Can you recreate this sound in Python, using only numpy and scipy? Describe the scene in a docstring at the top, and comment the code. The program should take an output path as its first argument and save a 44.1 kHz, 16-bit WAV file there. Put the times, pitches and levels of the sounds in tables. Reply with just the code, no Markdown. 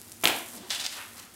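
"""A feather and tinsel cat toy on a thin rod slaps down on a plastic floor mat with hard snaps: short rings with cracks.
Its feathers land as puffs of noise, its tinsel fizzes with tiny ticks, and its quills scrape as ringing grit.
The toy also whips through the air as bands of noise. Soft low thuds are dull noise: two under the slap, the rest
like padded paws. The bare room adds an echo to each of these, over faint air noise, hums and a low rumble."""
import sys
import numpy as np
from scipy import signal
from scipy.fft import rfft, irfft, next_fast_len
from scipy.io import wavfile
from scipy.ndimage import map_coordinates

SR = 44100
rng = np.random.default_rng(int(sys.argv[2]) if len(sys.argv) > 2 else 0)


def generate_wav(signal):
    """Clip the signal to [-1, 1] and save it as 16-bit WAV at the path in sys.argv[1]."""
    frames = np.transpose(np.atleast_2d(signal))
    scaled = np.clip(frames, -1, 1) * 32767
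    pcm = np.round(scaled).astype(np.int16)
    wavfile.write(sys.argv[1], SR, pcm)


N = 59535

# How long the echo takes to fall by 60 dB: [f/Hz, time/s]
ROOM_FADE_TIMES = [(100, 0.38), (300, 0.45), (800, 0.49), (3000, 0.47), (6000, 0.39), (14000, 0.4)]
ROOM_BUILD_S, ROOM_CHANGES_PER_S = 0.013, 60
TOP_HZ = 15800

# Tone colour of the room air: [f/Hz, level/dB]
AIR_COLOUR = [(25, -31), (60, -3.5), (150, -2), (240, 3), (340, 2), (500, -5.5), (1000, -6.5), (3000, -10),
              (9000, -12), (15000, -19)]
AIR_DB = -54
# Wavering low hums, one of them fading: [f/Hz, level at the start/dB, change of level/(dB per s)]
HUMS = [(102.5, -62.5, -6.5), (233.6, -63, -0.5)]
# Loudness of the low rumble over time: [t/s, level/dB]
RUMBLE_LEVELS = [(0, -71), (.7, -72), (.85, -69), (1.25, -68), (1.35, -80)]
# Tone colour of the rumble: [f/Hz, level/dB]
RUMBLE_COLOUR = [(15, -17), (35, -12), (60, -2), (90, 5), (200, -38), (1000, -90)]

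# Soft low thuds, two dull ones under the slap, the rest like padded paws: [t/s, level/dB, f/Hz]
THUDS = [(0.237, -33, 338), (0.297, -45, 328), (.541, -43, 226), (.568, -48.5, 324), (.63, -45.5, 353),
         (1.17, -71, 300), (1.199, -54, 213)]
# Tone colour of a thud: [multiple of its pitch, level/dB]
THUD_COLOUR = [(.15, -36), (.7, -16), (1, 6), (1.3, -11), (1.7, -11), (2.3, -12), (4, -13), (11, -34)]
THUD_RISE_S, THUD_DECAY_S, THUD_ROOM_DB = 0.003, 0.033, -1.5

# Swings through the air: [t of the loudest moment/s, width/s, level/dB, f/Hz, glide/(octaves per s)]
SWINGS = [(0.539, 0.012, -52, 790, -8), (0.994, 0.029, -42, 1380, 11), (1.189, 0.04, -53, 1210, 14)]
SWISH_OCTAVES, SWISH_ROOM_DB = 0.89, -2.5

# Quills scraping along the mat: [start t/s, t when the fall begins/s, level/dB, quill ring f/Hz]
SCRAPES = [(0.569, 0.583, -46, 4580), (0.587, 0.705, -55, 3400), (0.702, .717, -30.5, 3550),
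           (0.715, 0.768, -35.5, 3230), (0.771, 0.8, -41, 3360), (0.796, 0.811, -33.5, 4200),
           (0.811, 0.831, -36, 3000), (0.836, 0.87, -36.5, 4020), (0.854, 0.988, -46, 3270),
           (0.923, .934, -41, 3520), (1.165, 1.195, -48.5, 4100), (1.192, 1.201, -43.5, 3940)]
# Tone colour of the scraping grit: [f/Hz, level/dB]
SCRAPE_COLOUR = [(40, -36), (200, -17), (450, -14.5), (700, -1.5), (1100, -6), (1700, -1.5), (2600, -3),
                 (5000, -2), (8500, -3), (12000, -13), (15500, -18)]
SCRAPE_RISE_S, SCRAPE_FALL_S, SCRAPE_ROOM_DB = 0.0022, 0.0037, -5
SCRAPE_PER_S, SCRAPE_SPREAD_DB = 4000, 2.5
QUILL_Q, QUILL_DB = 2.7, -2.5  # sharpness of the ring, and its level against the grit

# How hard the tinsel shakes over time: [t/s, level/dB]
TINSEL_LEVELS = [(0, -51), (.2, -54.5), (.216, -48), (.235, -48), (0.238, -36), (.278, -31.5), (.295, -39),
                 (.33, -46.5), (.365, -38), (.44, -48), (.48, -46), (.57, -43.5), (.595, -75), (.64, -67),
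                 (.68, -49.5), (.745, -47), (.79, -51.5), (0.891, -59), (.91, -47.5), (1.02, -48.5),
                 (1.09, -52.5), (1.12, -52), (1.23, -51.5), (1.27, -64), (1.35, -55)]
# Tone colour of the tinsel: [f/Hz, level/dB]
TINSEL_COLOUR = [(300, -37), (2000, -6.5), (4500, -3.5), (8500, 2.5), (12500, 2.5), (15500, -8)]
TINSEL_PER_S, TINSEL_SPREAD_DB, TINSEL_ROOM_DB = 7000, 7.5, -7

# The bundle of feathers slapping flat and settling: [t/s, level/dB, decay/s]
SLAPS = [(0.2363, -21, 0.013), (0.255, -28, 0.028), (0.297, -25.5, .004)]
# Tone colour of the feathers: [f/Hz, level/dB]
SLAP_COLOUR = [(30, -46), (90, -15.5), (170, -3), (230, 0), (340, 4), (490, 0), (800, 5.5), (1200, -1.5),
               (1800, 1), (3200, -2.5), (5000, -12), (15000, -23)]
SLAP_RISE_S, SLAP_ROOM_DB = 0.00035, -0.5

# Hard parts of the toy snapping on the mat: [t/s, level/dB, ring f/Hz, crack level against the ring/dB]
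SNAPS = [(0.119, -15, 10000, -3), (0.123, -15.5, 9150, -10), (0.213, -22, 11500, -13),
         (0.2403, -1, 6700, -3.5), (.2457, -10, 3770, 5), (.2552, 7, 3310, -9.5), (.2739, 1, 2950, -6),
         (.2829, -5, 8600, -7), (.6990, -20, 3900, -19), (0.705, -8, 5100, -12), (.7080, -7, 3820, -24),
         (0.7118, -12.5, 3460, -26), (0.7155, -27, 4000, -14), (.8485, -22, 4400, 1),
         (0.854, -10, 3850, -27), (0.862, -17, 4250, -1), (0.8646, -8, 4860, -4.5), (0.866, -16, 3900, -15)]
SNAP_RISE_S, CRACK_S, SNAP_ROOM_DB = 0.00004, 0.00015, -9.5
SNAP_CYCLES = 0.87  # decay time of the ring, in cycles
SNAP_LOW_SHARE = 0.37  # bass is cut below this share of the ring pitch


def amp(db):
    """Turn decibels into a gain."""
    return 10 ** (np.asarray(db) / 20)


def unit(x):
    """Scale a sound to an average strength (rms) of 1."""
    return x / np.sqrt(np.mean(x ** 2) + 1e-20)


def clock():
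    """Give the time of each sample in seconds."""
    return np.arange(N) / SR


def level_curve(points):
    """Join (time, dB) points with straight lines and give the gain at each sample."""
    return amp(np.interp(clock(), *np.transpose(points)))


def along(points, hz):
    """Read a value between (Hz, value) points on a log frequency axis."""
    f, v = np.transpose(points)
    return np.interp(np.log(hz + 1), np.log(f + 1), v)


def filtered(x, response):
    """Make each frequency of x louder or softer by the response."""
    size = next_fast_len(N + 8192)
    spectrum = rfft(x, size) * response(np.fft.rfftfreq(size, 1 / SR))
    return irfft(spectrum, size)[:N]


def coloured(x, colour):
    """Give x a tone colour, at rms 1."""
    return unit(filtered(x, lambda hz: amp(along(colour, hz))))


def noise(colour):
    """Make smooth noise with a tone colour."""
    return coloured(rng.standard_normal(N), colour)


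def crackle(colour, per_s, spread_db):
    """Scatter many tiny contacts of random size and direction, with a tone colour."""
    hits = rng.random(N) < per_s / SR
    direction = np.sign(rng.standard_normal(N))
    size = amp(spread_db * rng.standard_normal(N))
    return coloured(hits * direction * size, colour)


def wobble(rate):
    """Make a smooth random curve through so many random points a second."""
    return map_coordinates(rng.standard_normal(256), [clock() * rate], mode="wrap")


def burst(start, rise_s, decay_s, hold_s=0):
    """Shape the loudness: a quick rise, a hold, then a fading tail."""
    t = np.maximum(clock() - start, 0)
    rise = 1 - np.exp(-t / rise_s)
    return rise * np.exp(-np.maximum(t - hold_s, 0) / decay_s)


def in_room(x, room_db, count=3):
    """Add a spread-out echo that builds up, fades at its own pace in each pitch range and shifts at random."""
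    hz, t, z = signal.stft(rng.standard_normal((count, SR // 2)), SR, nperseg=256)
    fade = amp(-60 * t / along(ROOM_FADE_TIMES, hz)[:, None])
    build = 1 - np.exp(-t / ROOM_BUILD_S)
    tails = signal.istft(z * fade * build, SR, nperseg=256)[1]
    tails = tails / np.linalg.norm(tails[0])
    # The sound is shared between the tails in ever-changing parts
    shares = np.array([wobble(ROOM_CHANGES_PER_S) for _ in tails])
    shares = shares / np.linalg.norm(shares, axis=0)
    echo = signal.fftconvolve(x * shares, tails, axes=1)
    return x + amp(room_db) * echo.sum(axis=0)[:N]


def room_tone(waver_db=1.9, drift_rad=0.47):
    """Mix faint air noise, wavering hums made of sine waves, and a low rumble of changing level."""
    hums = np.zeros(N)
    for hz, db, slope in HUMS:
        level = amp(db + slope * clock() + waver_db * wobble(7.2))
        phase = 2 * np.pi * hz * clock() + drift_rad * wobble(9.2)
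        hums += level * np.sqrt(2) * np.sin(phase)  # the root of 2 gives the sine an rms of 1
    rumble = level_curve(RUMBLE_LEVELS) * noise(RUMBLE_COLOUR)
    return amp(AIR_DB) * noise(AIR_COLOUR) + hums + rumble


def thuds():
    """Each soft low thud is a short puff of noise gathered around a dull pitch."""
    out = np.zeros(N)
    for start, db, hz in THUDS:
        colour = np.array(THUD_COLOUR) * [hz, 1]  # multiples of the pitch become Hz
        out += amp(db) * burst(start, THUD_RISE_S, THUD_DECAY_S) * noise(colour)
    return in_room(out, THUD_ROOM_DB)


def swishes():
    """The rod sheds eddies (small swirls of air): a band of noise that glides up or down in pitch."""
    out = np.zeros(N)
    for peak, width, db, pitch, glide in SWINGS:
        hz, t, z = signal.stft(rng.standard_normal(N), SR, nperseg=512)
        glided = glide * np.clip(t - peak, -2 * width, 2 * width)
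        octaves = np.log2((hz[:, None] + 1) / pitch) - glided  # distance from the middle of the band
        band = np.exp(-0.5 * (octaves / SWISH_OCTAVES) ** 2)
        band = band / np.linalg.norm(band, axis=0)
        air = unit(signal.istft(z * band, SR, nperseg=512)[1][:N])
        out += amp(db) * air * np.exp(-0.5 * ((clock() - peak) / width) ** 2)
    return in_room(out, SWISH_ROOM_DB)


def scrapes(uneven_db=1.0):
    """Quills catch and slip on the mat under uneven pressure; each slip rings the quill briefly."""
    pressure = amp(uneven_db * wobble(180))
    grit = crackle(SCRAPE_COLOUR, SCRAPE_PER_S, SCRAPE_SPREAD_DB) * pressure
    out = np.zeros(N)
    for start, end, db, hz in SCRAPES:
        ring = unit(signal.lfilter(*signal.iirpeak(hz, QUILL_Q, SR), grit))
        stroke = burst(start, SCRAPE_RISE_S, SCRAPE_FALL_S, end - start)
        out += amp(db) * stroke * unit(grit + amp(QUILL_DB) * ring)
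    return in_room(out, SCRAPE_ROOM_DB)


def tinsel():
    """Foil strips tick against one another as the toy shakes."""
    ticks = crackle(TINSEL_COLOUR, TINSEL_PER_S, TINSEL_SPREAD_DB)
    return in_room(level_curve(TINSEL_LEVELS) * ticks, TINSEL_ROOM_DB)


def slaps(flutter_db=0.5):
    """The feathers land flat: a broad puff of noise that fills the room."""
    force = sum(amp(db) * burst(start, SLAP_RISE_S, decay) for start, db, decay in SLAPS)
    flutter = amp(flutter_db * wobble(200))
    return in_room(force * flutter * noise(SLAP_COLOUR), SLAP_ROOM_DB)


def snaps():
    """A hard part rings very briefly with a noisy crack at its front; the higher its ring, the less bass."""
    out = np.zeros(N)
    for start, db, hz, crack_db in SNAPS:
        tone = np.sin(2 * np.pi * hz * (clock() - start))
        ring = tone * burst(start, SNAP_RISE_S, SNAP_CYCLES / hz)
        crack = rng.standard_normal(N) * burst(start, SNAP_RISE_S, CRACK_S)
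        bass_cut = signal.butter(2, SNAP_LOW_SHARE * hz, "high", fs=SR, output="sos")
        out += amp(db) * signal.sosfilt(bass_cut, ring + amp(crack_db) * crack)
    return in_room(out, SNAP_ROOM_DB)


def scene():
    """Mix room, thuds and toy at one microphone."""
    toy = swishes() + scrapes() + tinsel() + slaps() + snaps()
    return (room_tone() + thuds() + toy)[None]


def record(dry):
    """The recorder clips at full scale, then keeps nothing from its top frequency upward."""
    clipped = np.clip(dry[0], -1, 1)
    return filtered(clipped, lambda hz: hz < TOP_HZ)[None]


dry = scene()
out = record(dry)
generate_wav(out)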